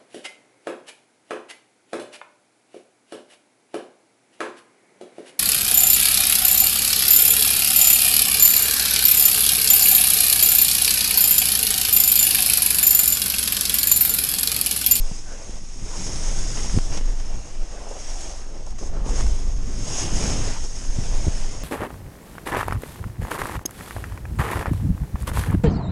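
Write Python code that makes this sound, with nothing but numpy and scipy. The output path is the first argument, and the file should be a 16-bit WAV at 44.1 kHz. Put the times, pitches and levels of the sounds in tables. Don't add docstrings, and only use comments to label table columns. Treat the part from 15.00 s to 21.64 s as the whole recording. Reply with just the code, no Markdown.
import sys
import numpy as np
from scipy import signal
from scipy.fft import rfft, irfft, next_fast_len
from scipy.io import wavfile
from scipy.ndimage import uniform_filter1d, map_coordinates

SR = 44100
rng = np.random.default_rng(int(sys.argv[2]) if len(sys.argv) > 2 else 0)


def wrap_up_sound(samples):
    columns = np.atleast_2d(samples).T
    tamed = np.clip(columns, -1, 1)
    steps = np.round(tamed * 32767).astype(np.int16)
    wavfile.write(sys.argv[1], SR, steps)


N = 292681
T, HZ = np.arange(N) / SR, np.fft.rfftfreq(N, 1 / SR)

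# (time [s], strength [dB])
AIRFLOW = [(0.0, -25.5), (0.3, -26.5), (0.75, -28), (1.4, -20), (2.05, -21), (2.65, -28), (2.85, -30.5),
           (3.35, -29.5), (4.25, -19), (5.0, -24), (5.55, -21), (5.75, -24), (6.15, -19.5), (6.64, -28)]
# (time [s], half length [s], swell level [dB])
VORTICES = [(0.014, 0.055, -15.5), (1.286, .04, -19.5), (1.394, 0.021, -15.5), (1.628, 0.063, -38),
            (1.877, 0.13, -23), (2.07, 0.06, -17.5), (2.33, 0.064, -22), (2.612, 0.028, -17),
            (3.108, 0.076, -25), (4.267, 0.087, -18.5), (4.458, 0.047, -19.5), (5.142, 0.023, -16),
            (5.458, 0.082, -22.5), (5.633, 0.03, -24), (5.916, 0.025, -14), (6.17, 0.058, -16),
            (6.438, 0.045, -18)]
# (time [s], half length [s], buffeting level [dB], low roar level [dB])
SURGES = [(0.543, 0.034, -32, -45), (0.832, 0.032, -31, -37), (1.002, 0.031, -42, -36),
          (1.12, 0.079, -34.5, -36), (1.443, 0.19, -45, -37), (1.724, 0.067, -25.5, -41),
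          (1.932, 0.038, -36, -33), (2.144, 0.13, -39, -49), (2.372, 0.029, -24.5, -40),
          (2.9, 0.13, -38, -55), (3.314, 0.078, -34, -60), (3.735, 0.11, -33.5, -51),
          (3.98, 0.09, -24.5, -38), (4.104, 0.029, -23.5, -39), (4.24, 0.099, -19.5, -35),
          (4.279, 0.025, -17.5, -33), (4.52, 0.092, -25, -39.5), (4.79, 0.14, -29.5, -33.5),
          (5.06, 0.069, -44, -33), (5.2, 0.096, -27, -28.5), (5.353, 0.11, -29.5, -28),
          (5.616, 0.018, -23, -54), (6, 0.14, -29.5, -37.5), (6.226, 0.059, -29.5, -35),
          (6.548, 0.37, -43, -41.5)]
# (time [s], half length [s], depth [dB])
LULLS = [(0.426, .07, 6), (0.73, 0.044, 1), (1.002, 0.027, 2), (1.53, 0.027, 4), (2.0, 0.018, 0),
         (2.195, 0.048, -3), (2.446, .04, 10), (2.714, .035, 0), (2.99, 0.033, 6), (3.477, 0.042, -2),
         (4.43, 0.02, 5), (5.82, 0.027, 5), (6.353, 0.027, -4.5)]
# (frequency [Hz], relative level [dB])
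SWELL_SPECTRUM = [(4, -12.5), (10, -3.5), (16, 0.5), (23, 4), (30, -8.5), (42, -24), (80, -90), (300, -140)]
BUFFET_SPECTRUM = [(15, 3), (28, -2), (38, 7), (50, 7.5), (70, -9), (100, -23), (160, -30), (800, -140)]
ROAR_SPECTRUM = [(35, -31), (65, 4), (95, 5), (140, -1), (220, -5), (350, -11.5), (600, -21.5), (1500, -65),
                 (8000, -130)]

# (start [s], rise [s], hold [s], release [s], crunch level [dB],
#  spray relative to crunch [dB], rumble relative to crunch [dB])
SKIDS = [(-0.05, 0.045, 0.16, 0.17, -52.5, 11, -1), (0.208, 0.12, 0.2, 0.076, -53, 8.5, 5.5),
         (0.495, 0.15, 0.14, 0.089, -60, 13, -15), (0.736, 0.26, 0.72, 0.23, -45, 10, 1),
         (1.517, 0.036, 0.082, 0.084, -49, 5, -4), (1.737, 0.025, 0.023, .012, -52.5, 15.5, 7),
         (1.81, 0.024, 0.064, .04, -55, 10, 2), (1.881, 0.048, 0.044, 0.03, -42.5, 5.5, 3),
         (1.956, 0.063, 0.18, 0.82, -52, 6, 3.5), (2.61, 0.14, 0.2, 0.17, -53.5, 4.5, 3.5),
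         (2.78, 0.32, .11, 0.29, -49, 9.5, 2), (3.364, 0.19, 0.051, 0.042, -61, 7, 14),
         (3.66, 0.017, 0.039, 0.026, -61.5, 12, 13.5), (3.781, 0.006, 0.065, 0.055, -56, 13, 11.5),
         (3.875, 0.073, 0.2, 0.057, -56, -5, 14), (4.035, 0.05, 0.13, 0.36, -49.5, 9.5, 4),
         (4.127, 0.052, 0.017, 0.065, -43.5, 6.5, 4.5), (4.257, 0.17, 0.26, 0.16, -55.5, 8, 6),
         (4.59, 0.25, 0.044, 0.048, -48.5, 9, 0), (4.793, 0.2, 0.022, 0.098, -40, 11, 3.5),
         (5.022, 0.14, 0.077, 0.33, -40, 9, 3), (5.38, 0.06, 0.067, 0.18, -42.5, 5.5, 1),
         (5.565, 0.05, 0.19, 0.3, -55, 13.5, 3), (5.75, 0.018, 0.064, 0.06, -51.5, 6.5, 1),
         (5.795, 0.25, 0.27, 0.55, -46.5, 7.8, 3)]
# (frequency [Hz], relative level [dB])
BASE_SPECTRUM = [(60, -37), (160, -1), (300, 1.5), (480, 1), (680, 0), (950, -5.5), (1400, -12),
                 (2500, -25.5), (6000, -66), (12000, -110)]
CRUNCH_SPECTRUM = [(300, -22), (800, 3), (1400, 1.5), (2000, 2.5), (3100, 1), (4000, -6), (6000, -11),
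                   (9000, -50), (12000, -58), (15000, -70)]
SPRAY_SPECTRUM = [(1500, -36), (3500, -8), (4500, -13), (5200, -0.5), (7200, -1.5), (8500, -6),
                  (10000, -11), (11000, -22.5), (12500, -33.5), (14000, -38)]
# (centre [Hz], width [Hz], lift of each alone [dB])
CASE_RESONANCES = [(4870, 1400, 5), (5600, 540, 5), (6490, 490, 9.5)]

# (time [s], level [dB], length [s], centre [Hz], width [Hz])
RUBS = [(0.114, -41, 0.0067, 744, 350), (0.311, -50, 0.079, 1540, 180), (0.88, -61, .04, 2500, 2000),
        (0.94, -43, 0.058, 900, 600), (1.091, -40, 0.042, 470, 300), (2.316, -46, .06, 600, 450),
        (2.78, -43, 0.12, 554, 444), (2.784, -53, 0.021, 1540, 160), (2.87, -41, 0.02, 670, 547),
        (2.917, -36, 0.019, 545, 300), (2.968, -39.5, 0.03, 630, 380), (3.16, -46, 0.1, 680, 300),
        (3.327, -44, 0.06, 644, 280), (3.42, -55.5, 0.1, 1300, 700), (3.553, -46, .05, 450, 350),
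        (3.673, -41, .008, 740, 402), (3.976, -53, 0.07, 1300, 700), (3.831, -34, 0.022, 424, 320),
        (4.102, -41, 0.077, 390, 280), (4.204, -37.5, 0.014, 1140, 700), (5.008, -44, 0.21, 3000, 600),
        (5.09, -39, 0.07, 676, 600), (5.226, -38, .07, 600, 550), (5.256, -45, 0.027, 1490, 700),
        (5.343, -44, 0.17, 2900, 1300), (5.507, -47, .06, 1700, 900), (5.305, -44, 0.027, 800, 700),
        (5.476, -36, 0.016, 464, 250), (5.573, -40, 0.026, 890, 350), (6.14, -44, .07, 720, 450)]
# (time [s], peak [dB], blow's standard deviation [s], mount resonance [Hz], damping [ratio])
THUMPS = [(0.1146, -24.5, 0.00087, 176, 0.38), (0.494, -28, 0.00044, 230, 1.3),
          (0.618, -39, 0.00074, 180, 1.1), (0.638, -41, 0.0006, 200, 1), (0.8243, -27, 0.0014, 114, 0.9),
          (1.7366, -27, 0.0009, 150, 1.1), (1.743, -18.5, 0.00073, 160, 1.1),
          (1.7526, -21, 0.00057, 220, 1), (1.754, -18, 0.0007, 135, 0.95), (1.7637, -12.5, 0.0018, 80, 1.3),
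          (1.7668, -15.5, 0.00047, 99, 0.73), (1.7754, -10, 0.00065, 149, 1.4),
          (4.0636, -24, 0.00036, 260, 0.89), (5.9874, -14, 0.00085, 85, 1.16),
          (6.2685, -12.5, 0.0004, 75, 0.47), (6.2717, -21, 0.00046, 230, 1.1),
          (6.2818, -11, 0.00042, 74, 1.3)]
# (time [s], level [dB], decay time [s], spray relative to that level [dB])
CRACKS = [(0.556, -48, .003, 4), (0.57, -46, .003, 3), (0.585, -48, .003, 8), (1.066, -37.5, 0.013, 4),
          (1.25, -47, .008, 11), (1.573, -35.5, 0.023, -2), (1.645, -46, .012, 4), (1.697, -36, .014, -6),
          (1.975, -36, 0.0039, 3), (2.199, -41, 0.01, 0), (3.207, -49, 0.016, 15), (3.665, -46, 0.0025, 8),
          (3.706, -49.5, 0.0042, 9), (3.785, -46, 0.0053, 4), (3.8, -48, .0015, 0),
          (3.838, -47, 0.0029, -11), (4.061, -43, 0.0067, -1), (4.095, -43, 0.0042, 7),
          (4.208, -34, 0.0046, 0), (4.266, -36, 0.0057, 2), (5.137, -41.5, 0.0071, 8)]
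# (time [s], step height before softening [dB])
TICKS = [(1.7876, -14), (1.978, -19.5), (2.012, -23.5), (3.835, -29)]

CRUISE_DB = -22.5
SWELL_DB, SWELL_GROWTH = -24, 0.93
BUFFET_DB, BUFFET_GROWTH = -44, 0.26
ROAR_DB, ROAR_GROWTH = -43.5, 1
LULL_SHARE = 0.3
GLIDE_BASE_DB, GLIDE_CRUNCH_DB, GLIDE_SPRAY_DB = -53, -57.5, -52.5
EDGE_HZ = 14500


def amp(db):
    return 10 ** (np.asarray(db) / 20)


def unit(x):
    return x / np.sqrt(np.mean(x ** 2) + 1e-20)


def level(table, axis):
    rows = np.array(table)
    return np.interp(T, rows[:, 0], rows[:, axis])


def shape(points):
    hz, db = np.transpose(points)
    return np.interp(np.log(HZ + 1), np.log(hz), db)


def colour(x, db):
    size = next_fast_len(N + 4096)
    gain = amp(np.interp(np.fft.rfftfreq(size, 1 / SR), HZ, db))
    return irfft(rfft(x, size) * gain, size)[:N]


def flutter(rate_hz):
    knots = rng.standard_normal(4096)
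    return unit(map_coordinates(knots, [2 * rate_hz * T], order=2, mode="wrap"))


def steadied(x, span):
    power = signal.oaconvolve(x ** 2, np.hanning(int(span * SR) + 3), "same")
    return unit(x / np.sqrt(abs(power) + 1e-9))


def grains(per_s, spread_db):
    size = amp(spread_db * np.minimum(rng.exponential(1, N), 4))
    sign = rng.choice([-1., 1.], N)
    struck = rng.random(N) < per_s / SR
    return unit(size * sign * struck)


def mottled(x, depth_db, span_s=0.067, span_hz=260):
    window, hop = 1024, 256
    z = signal.stft(x, SR, nperseg=window, noverlap=window - hop)[2]
    patches = rng.standard_normal(z.shape[::-1]).T
    patches = uniform_filter1d(patches, max(1, round(span_hz * window / SR)), axis=0)
    patches = uniform_filter1d(patches, max(1, round(span_s * SR / hop)), axis=1)
    drifting = z * amp(depth_db * unit(patches))
    return unit(signal.istft(drifting, SR, nperseg=window, noverlap=window - hop)[1][:N])


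def low_gains():
    air_db = level(AIRFLOW, axis=1) - CRUISE_DB
    swell = amp(SWELL_DB + SWELL_GROWTH * air_db) ** 2
    buffet = amp(BUFFET_DB + BUFFET_GROWTH * air_db) ** 2
    roar = amp(ROAR_DB + ROAR_GROWTH * air_db) ** 2
    for s, half_length, db in VORTICES:
        swell = swell + np.exp(-((T - s) / half_length) ** 2) * amp(db) ** 2
    for s, half_length, buffet_db, roar_db in SURGES:
        bell = np.exp(-((T - s) / half_length) ** 2)
        buffet = buffet + bell * amp(buffet_db) ** 2
        roar = roar + bell * amp(roar_db) ** 2
    lull_db = np.zeros(N)
    for s, half_length, depth_db in LULLS:
        lull_db -= depth_db * np.exp(-((T - s) / half_length) ** 2)
    lull = amp(lull_db)
    return lull * np.sqrt(swell), lull ** LULL_SHARE * np.sqrt(buffet), np.sqrt(roar)


def wind_and_roar(flicker_db=1.0):
    swell = steadied(colour(rng.standard_normal(N), shape(SWELL_SPECTRUM)), span=0.079)
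    buffet = steadied(colour(rng.standard_normal(N), shape(BUFFET_SPECTRUM)), span=0.34)
    roar = colour(rng.standard_normal(N), shape(ROAR_SPECTRUM))
    roar = steadied(roar * amp(flicker_db * flutter(rate_hz=35)), span=0.27)
    swell_gain, buffet_gain, roar_gain = low_gains()
    return swell_gain * swell + buffet_gain * buffet + roar_gain * roar


def edging():
    power = amp([[GLIDE_BASE_DB], [GLIDE_CRUNCH_DB], [GLIDE_SPRAY_DB]]) ** 2
    for start, rise, hold, release, db, spray_db, rumble_db in SKIDS:
        letting_go = np.clip((T - start - rise - hold) / release, 0, 10)
        pressure = np.clip((T - start) / rise, 0, 1) * np.exp(-2 * letting_go ** 2)
        power = power + (pressure * amp([[db + rumble_db], [db], [db + spray_db]])) ** 2
    return np.sqrt(power)


def case_db():
    power = 1
    for hz, width, db in CASE_RESONANCES:
        power = power + (amp(db) ** 2 - 1) / (1 + (2 * (HZ - hz) / width) ** 2) ** 2
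    return 10 * np.log10(power)


def board(base_db=0.66, crunch_db=1, spray_db=0,
          base_chatter_db=1.23, crunch_chatter_db=0.12, spray_chatter_db=0.5,
          base_bumps_db=1, crunch_bumps_db=.5, spray_bumps_db=.5):
    chatter, bumps = flutter(rate_hz=55), flutter(rate_hz=13)
    base = colour(grains(per_s=1900, spread_db=1.5), shape(BASE_SPECTRUM))
    base = steadied(mottled(base, depth_db=2.0), span=0.56)
    crunch = colour(grains(per_s=7000, spread_db=1.0), shape(CRUNCH_SPECTRUM) + case_db())
    crunch = mottled(crunch, depth_db=1.47)
    spray = colour(grains(per_s=16000, spread_db=2.0), shape(SPRAY_SPECTRUM) + case_db())
    spray = mottled(spray, depth_db=1.5)
    base_gain, crunch_gain, spray_gain = edging()
    base_gain = base_gain * amp(base_db + base_chatter_db * chatter + base_bumps_db * bumps)
    crunch_gain = crunch_gain * amp(crunch_db + crunch_chatter_db * chatter + crunch_bumps_db * bumps)
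    spray_gain = spray_gain * amp(spray_db + spray_chatter_db * chatter + spray_bumps_db * bumps)
    return base * base_gain + crunch * crunch_gain + spray * spray_gain


def rubs():
    out, slips = np.zeros(N), grains(per_s=900, spread_db=2.5)
    for s, db, length, centre_hz, width_hz in RUBS:
        near = abs(T - s) < 2 * length + .1
        hz = np.fft.rfftfreq(near.sum(), 1 / SR)
        resonance = 1 / (1 + 2 * ((hz - centre_hz) / width_hz) ** 2)
        ring = irfft(rfft(slips[near]) * resonance, near.sum())
        bell = np.exp(-2 * ((T[near] - s) / length) ** 2)
        out[near] += amp(db) * steadied(ring, span=0.049) * bell
    return out


def thumps(leak_hz=35):
    out, t = np.zeros(N), np.arange(-4096, 4096) / SR
    hz = np.fft.rfftfreq(len(t), 1 / SR)
    leak = 1j * hz / (leak_hz + 1j * hz)
    for s, db, contact_s, pitch_hz, damping in THUMPS:
        blow = np.exp(-.5 * (2 * np.pi * hz * contact_s) ** 2)
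        ratio = 1j * hz / pitch_hz
        mount = ratio / (1 + damping * ratio + ratio ** 2)
        thud = np.fft.fftshift(irfft(blow * mount * leak))
        out += np.interp(T - s, t, amp(db) * thud / abs(thud).max(), 0, 0)
    return out


def cracks(body_db=-3, snap_db=-3, rise_s=0.00091):
    dull, bright = np.zeros((2, N))
    for s, db, decay, bright_db in CRACKS:
        rise = np.clip(1 + (T - s) / rise_s, 0, 1)
        burst = amp(db) * rise * np.exp(-np.minimum(abs(T - s) / decay, 20))
        dull += burst
        bright += burst * amp(bright_db)
    body = unit(colour(rng.standard_normal(N), shape(BASE_SPECTRUM)))
    snap = unit(colour(rng.standard_normal(N), shape(CRUNCH_SPECTRUM)))
    puff = unit(colour(rng.standard_normal(N), shape(SPRAY_SPECTRUM) + case_db()))
    return dull * (amp(body_db) * body + amp(snap_db) * snap) + bright * puff


def ticks(leak_s=0.0041, soften_hz=7500):
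    steps = np.zeros(N)
    for s, db in TICKS:
        steps += amp(db) * (T >= s) * np.exp(-np.minimum(abs(T - s) / leak_s, 20))
    return colour(steps, -20 * np.log10(1 + (HZ / soften_hz) ** 6))


def scene():
    return (wind_and_roar() + board() + rubs() + thumps() + cracks() + ticks())[None]


def record(dry):
    return signal.sosfilt(signal.cheby2(12, 70, EDGE_HZ, fs=SR, output="sos"), dry)


dry = scene()
out = record(dry)
wrap_up_sound(out)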